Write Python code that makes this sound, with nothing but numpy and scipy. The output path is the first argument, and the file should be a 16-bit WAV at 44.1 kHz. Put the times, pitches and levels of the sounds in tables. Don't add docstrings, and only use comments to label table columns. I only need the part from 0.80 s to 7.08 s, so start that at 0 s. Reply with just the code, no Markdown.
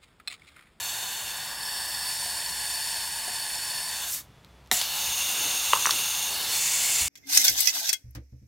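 import sys
import numpy as np
from scipy import signal
from scipy.fft import rfft, irfft
from scipy.io import wavfile
from scipy.ndimage import map_coordinates

SR = 44100
rng = np.random.default_rng(int(sys.argv[2]) if len(sys.argv) > 2 else 0)


def wrap_up_sound(samples):
    columns = np.atleast_2d(samples).T
    tamed = np.clip(columns, -1, 1)
    steps = np.round(tamed * 32767).astype(np.int16)
    wavfile.write(sys.argv[1], SR, steps)


N = 277036
TIME = np.arange(N) / SR
HZ = np.maximum(np.fft.rfftfreq(N, 1 / SR), 1)

# time in seconds, level in dB.
LEAK_BEFORE = [(0.03, -33.5), (0.26, -34), (0.78, -38), (0.87, -34.5), (1.34, -32), (1.74, -33),
               (1.9, -31.5), (2.45, -33), (3.28, -33), (3.34, -30), (3.39, -38), (3.42, -49)]
LEAK_AFTER = [(3.94, -25), (4.01, -29), (4.06, -33), (4.27, -29), (5.14, -28.5), (5.45, -29.5), (5.55, -32),
              (5.66, -31), (5.76, -26.5), (6.22, -25), (6.27, -29.5)]
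# strength curve, opening and shutting
# in seconds, share of the swing that the low body follows, delay of the tank's reflection in seconds.
HISS_SPELLS = [(LEAK_BEFORE, -1, 3.42, 0.084, .00133), (LEAK_AFTER, 3.921, 7, 0.78, .0014)]
# frequency in Hz, relative level in dB.
JET_SPECTRUM = [(60, -21.5), (200, -15), (420, -10), (750, -2), (1100, 1), (2200, 1), (4000, 3),
                (8000, 1.5), (12000, -3), (15500, -5)]
# centre in Hz, width in Hz, gain in dB.
REACHING = [(1310, 160, -9), (1630, 300, 2.5), (2030, 430, -4), (2950, 110, 5), (3510, 380, 6),
            (4340, 300, 9.5), (4970, 2700, -5.5), (6340, 300, 6.5), (7200, 260, 6), (8100, 220, 2.5),
            (8500, 240, -7), (10200, 370, -2), (11680, 240, 4), (12900, 340, -4), (14200, 280, 4)]
TURNING = [(1330, 110, -10), (1780, 250, 5), (2310, 710, -5), (3940, 380, -8), (4510, 300, 6.5),
           (5430, 480, 8.5), (6000, 1430, -8), (8200, 190, 2), (9260, 260, 4), (9750, 200, 3),
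           (12660, 330, -9), (15250, 260, -11)]
CUPPED = [(788, 57, -7.5), (1290, 190, -9.5), (1810, 340, 0.5), (2230, 490, -3), (2715, 92, -15),
          (3920, 670, -7), (4330, 460, 6.5), (4800, 220, -3), (6180, 780, -6.5), (7370, 120, -6),
          (8560, 200, -3), (9090, 380, 5.5), (12250, 620, -6), (13700, 400, -1), (15200, 1800, -4.5)]
PINCHED = [(820, 200, -6.4), (1440, 6200, -10), (8660, 540, -4.8), (13800, 240, -9), (13500, 770, 8),
           (14510, 190, 3)]
LOOSE = [(596, 230, 0.5), (1920, 150, -9.5), (2970, 220, 7.5), (4120, 890, 6), (8900, 190, -5.1),
         (10000, 210, 9), (11600, 310, -6), (12040, 360, 11.5), (14600, 270, 14)]
OPEN = [(680, 230, -3), (1650, 1170, -5), (1850, 160, -6.5), (2840, 290, 4), (4630, 290, -4.5),
        (5240, 210, -11), (5900, 260, -4.5), (6530, 460, 6), (7910, 440, -13.5), (8180, 200, 8),
        (8500, 220, -4), (9080, 250, 3), (9500, 240, -2), (11040, 700, -3.5), (14500, 280, 2.5)]
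COVERED = [(1300, 990, -6.5), (2200, 150, 3.5), (2980, 190, 2.5), (3800, 220, -7), (7080, 1370, 5.5),
           (8300, 220, 6), (9200, 300, -4.5), (9900, 220, 6), (13400, 800, 1)]
GRIPS = {"reaching": (REACHING, 0.34), "turning": (TURNING, 0.35), "cupped": (CUPPED, 0.48),
         "pinched": (PINCHED, 0.11), "loose": (LOOSE, 0.28), "open": (OPEN, 0.28),
         "covered": (COVERED, 0.22)}
# start in seconds, glide in seconds, grip.
GRIP_CHANGES = [(.42, 0.37, "turning"), (1.22, .11, "cupped"), (3.1, 0.13, "reaching"),
                (3.24, 0.075, "pinched"), (3.93, 0.04, "covered"), (3.98, 0.048, "loose"),
                (4.16, 0.11, "open"), (5.47, .08, "loose"), (5.63, 0.17, "covered")]
FIRST_GRIP = "reaching"
# closest moment in seconds, half length in seconds,
# delay of the reflection when closest in seconds, share reflected.
ARM_PASSES = [(1.232, 0.5, 0.000202, 0.074), (4.15, 0.13, 0.000135, 0.14), (6.09, 0.5, 0.000423, 0.092),
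              (6.07, .55, .00081, 0.14), (6.14, 0.35, 0.000107, 0.069)]
# start in seconds, level in dB, pitch in Hz, overtone spacing in Hz,
# first overtone's loss in dB, swell in seconds, ratio of crack to tone.
GAP_POPS = [(3.9135, -12, 1945, 1890, 0.7, 0.0016, 0.53), (3.9185, -21.5, 875, 600, 10, 0.0013, .5),
            (4.012, -23.5, 3400, 1400, 2, 0.0031, 1.3), (4.933, -5.5, 1110, 1730, 6.5, .0016, .14),
            (4.931, -18.5, 2090, 1300, 5, .0012, .15), (4.96, -23, 1150, 900, 15, 0.0013, .12),
            (5.023, -21, 6160, 2300, 8, .002, .15), (5.0558, -13, 1200, 750, 1.5, 0.0012, 0.1),
            (5.0617, -12.5, 5900, 2400, 5, 0.0013, .11), (5.0703, -10.5, 1330, 750, 24, 0.00053, 0.13),
            (5.0924, -16.5, 1220, 750, 9, 0.0014, 0.31), (5.108, -15.5, 3530, 1050, -0.5, 0.00097, .25),
            (5.1103, -21, 4630, 1900, 10, 0.002, 1.5)]
# start in seconds, level in dB.
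TANK_KNOCKS = [(.229, -42), (1.459, -40.5), (2.479, -36), (3.219, -50), (3.919, -28.5)]
# frequency in Hz, relative level in dB, seconds to fall by 60 dB.
TANK_MODES = [(226, -19, 0.21), (415, -15, 0.13), (729, 1, 0.13), (1230, -13, .08), (2050, -2.5, 0.047),
              (3774, -5, .06), (6530, -1, .06)]
# start in seconds, level in dB, pitch in Hz, swell in seconds.
LOW_THUDS = [(3.494, -48, 110, 0.009), (3.57, -51, 70, 0.0096), (3.916, -33, 225, 0.0057),
             (3.921, -44, 61, .012), (4.275, -38.5, 62, .01), (4.655, -38, 270, 0.0056),
             (4.933, -27, 540, .0031), (5.148, -45, 281, .009), (6.206, -37, 75, 0.012),
             (6.25, -40, 80, .01)]
# start in seconds, level in dB, pitch in Hz.
FITTING_TICKS = [(3.647, -43, 3860), (3.861, -54, 6000), (3.874, -48, 4500)]
# middle in seconds, half length in seconds, level in dB.
SLEEVE_STROKES = [(4.616, 0.12, -47.5), (5.08, 0.2, -51), (5.628, 0.15, -49.5)]
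# frequency in Hz, relative level in dB.
CLOTH_SPECTRUM = [(40, -18), (110, -8), (250, -3.5), (480, -0.5), (900, -3), (3000, -30)]
# frequency in Hz, relative level in dB.
ROOM_SPECTRUM = [(25, -24), (40, -7), (60, -5.5), (100, -3), (160, -5.5), (220, -12), (330, -15),
                 (700, -16), (1800, -21.5), (3500, -25.5), (15000, -41.5)]
# time in seconds, level in dB.
HUM_LEVELS = [(0.0, -72), (1.71, -58), (3.25, -67), (3.99, -56), (4.01, -61), (6.1, -65), (6.15, -61)]


def leak(flutter_db, tank_share, body_hz, body_db, surge_db, surge_s):
    hiss, out = np.zeros(N), np.zeros(N)
    for name, (resonances, reflection) in GRIPS.items():
        colour = from_db(spectrum_db(JET_SPECTRUM) + hand_db(resonances)) * pipe(reflection)
        hiss += np.sqrt(grip_share(name)) * noise(colour, above_hz=4000)
    hiss *= from_db(flutter_db * drift(rate_hz=36))
    body = irfft(rfft(hiss) / (1 + (HZ / body_hz) ** 4), N)
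    for strength, opens, shuts, follows, echo_s in HISS_SPELLS:
        db = in_time(strength)
        blowing = (TIME > opens) & (TIME < shuts)
        fullness_db = body_db + np.minimum((1 - follows) * (np.median(db[blowing]) - db), 5.5)
        surge = surge_db * np.exp(-np.abs(TIME - opens) / surge_s)
        jet = blowing * from_db(db + surge) * (hiss + (from_db(fullness_db) - 1) * body)
        out += jet + tank_share * delayed(jet, echo_s)
    return out


def pipe(reflection, spacing_hz=897, treble_loss_hz=60000):
    round_trip = reflection * np.exp(-HZ / treble_loss_hz - 2j * np.pi * HZ / spacing_hz)
    return 1 / np.abs(1 - round_trip)


def hand_db(resonances):
    return sum(db * np.exp(-.5 * (2 * (HZ - hz) / width) ** 2) for hz, width, db in resonances)


def grip_share(name):
    held = np.full(N, float(name == FIRST_GRIP))
    for start, glide, grip in GRIP_CHANGES:
        held += np.clip((TIME - start) / glide, 0, 1) * ((grip == name) - held)
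    return np.clip(held, 0, 1)


def passing_arm(hiss, detour_growth):
    out = hiss.copy()
    for closest, half_length, nearest_delay, share in ARM_PASSES:
        away = np.minimum(((TIME - closest) / half_length) ** 2, 2)
        delay = nearest_delay * (1 + detour_growth * away)
        reflections = delayed(hiss, delay) + .8 * delayed(hiss, 2.3 * delay)
        out += share * np.exp(-away ** 2) * reflections
    return out


def pops(sag_hz, crack_hz):
    out = np.zeros(N)
    for start, db, pitch, spacing, loss_db, swell, crack in GAP_POPS:
        for k in range(3):
            hz = pitch + k * spacing
            partial_swell = swell * (pitch / hz) ** .35
            partial = burst(hz, partial_swell, crack, sag_hz, crack_hz)
            add(out, start, from_db(db - loss_db * k ** 2) * partial)
    return out


def burst(hz, swell_s, crack, sag_hz, crack_hz):
    age = TIME[:int(10 * swell_s * SR)] / swell_s
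    pitch = hz + sag_hz * (np.exp(-age) - np.exp(-1))
    tone = np.sin(2 * np.pi * np.cumsum(pitch) / SR)
    band = signal.butter(1, [hz / 3, crack_hz], "band", fs=SR, output="sos")
    grit = signal.sosfilt(band, rng.standard_normal(len(age)))
    envelope = (age * np.exp(1 - age)) ** 2
    return envelope * (tone + crack * grit / grit.std()) / np.sqrt(1 + crack ** 2)


def tank():
    out, t = np.zeros(N), TIME[:SR // 2]
    for start, blow_db in TANK_KNOCKS:
        for hz, db, t60 in TANK_MODES:
            ring = np.sin(2 * np.pi * hz * t) * np.exp(-np.log(1000) * t / t60)
            add(out, start, from_db(blow_db + db + rng.normal(0, 2.2)) * ring)
    return out


def thuds(sag_hz, roughness):
    out = np.zeros(N)
    for start, db, hz, swell in LOW_THUDS:
        add(out, start, from_db(db) * burst(hz, swell, roughness, sag_hz, crack_hz=hz))
    return out


def ticks(swell_s, crack, crack_hz):
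    out = np.zeros(N)
    for start, db, hz in FITTING_TICKS:
        add(out, start, from_db(db) * burst(hz, swell_s, crack, sag_hz=0, crack_hz=crack_hz))
    return out


def sleeve(gain_db, grain_db):
    strokes = sum(from_db(db) * np.exp(-((TIME - middle) / half_length) ** 2)
                  for middle, half_length, db in SLEEVE_STROKES)
    grain = from_db(gain_db + grain_db * drift(rate_hz=25))
    return strokes * grain * noise(from_db(spectrum_db(CLOTH_SPECTRUM)))


def seep(hz, width_hz, level_db):
    return from_db(level_db) * noise(1 / (1 + (2 * (HZ - hz) / width_hz) ** 2))


def workshop(sound, wet_db, t60, first_s):
    t = TIME[:SR // 2]
    tail = rng.standard_normal(len(t)) * np.exp(-np.log(1000) * t / t60) * (t > first_s)
    tail *= from_db(wet_db) / np.linalg.norm(tail)
    return sound + signal.fftconvolve(sound, tail)[:N]


def room_tone(rumble_db, hum_hz):
    rumble = noise(from_db(spectrum_db(ROOM_SPECTRUM)), above_hz=150)
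    hum = np.sqrt(2) * np.sin(2 * np.pi * hum_hz * TIME + 1.65 * drift(rate_hz=1.8))
    return from_db(rumble_db) * rumble + from_db(in_time(HUM_LEVELS)) * hum


def from_db(db):
    return 10 ** (np.asarray(db) / 20)


def in_time(rows):
    return np.interp(TIME, *np.transpose(rows))


def spectrum_db(points):
    hz, db = np.transpose(points)
    return np.interp(np.log(HZ), np.log(hz), db)


def noise(gain, above_hz=0):
    coloured = irfft(rfft(rng.standard_normal(N)) * gain, N)
    return coloured / np.sqrt(np.mean(gain ** 2 * (HZ > above_hz)))


def drift(rate_hz):
    return noise(1 / (1 + (HZ / rate_hz) ** 2))


def delayed(sound, delay_s):
    return map_coordinates(sound, [(TIME - delay_s) * SR], order=3)


def add(out, start_s, sound):
    start = int(start_s * SR)
    out[start:start + len(sound)] += sound[:N - start]


def scene():
    jet = leak(flutter_db=.5, tank_share=.14, body_hz=2640, body_db=.2, surge_db=2.5, surge_s=.015)
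    jet = passing_arm(jet, detour_growth=.36)
    mono = workshop(jet, wet_db=-8.5, t60=.15, first_s=.003)
    mono += seep(hz=3430, width_hz=84, level_db=-73.5)
    contacts = pops(sag_hz=500, crack_hz=7900) + ticks(swell_s=.00051, crack=1.6, crack_hz=7000)
    contacts += tank() + thuds(sag_hz=15, roughness=.36) + sleeve(gain_db=-.5, grain_db=3.5)
    mono += workshop(contacts, wet_db=-9.5, t60=.24, first_s=.0037)
    mono += room_tone(rumble_db=-58, hum_hz=64)
    return np.array([mono, mono])


def record(dry):
    low_cut = signal.butter(2, 38, "high", fs=SR, output="sos")
    high_cut = signal.ellip(12, .1, 80, 15800, fs=SR, output="sos")
    return signal.sosfilt(high_cut, signal.sosfilt(low_cut, dry))


dry = scene()
out = record(dry)
wrap_up_sound(out)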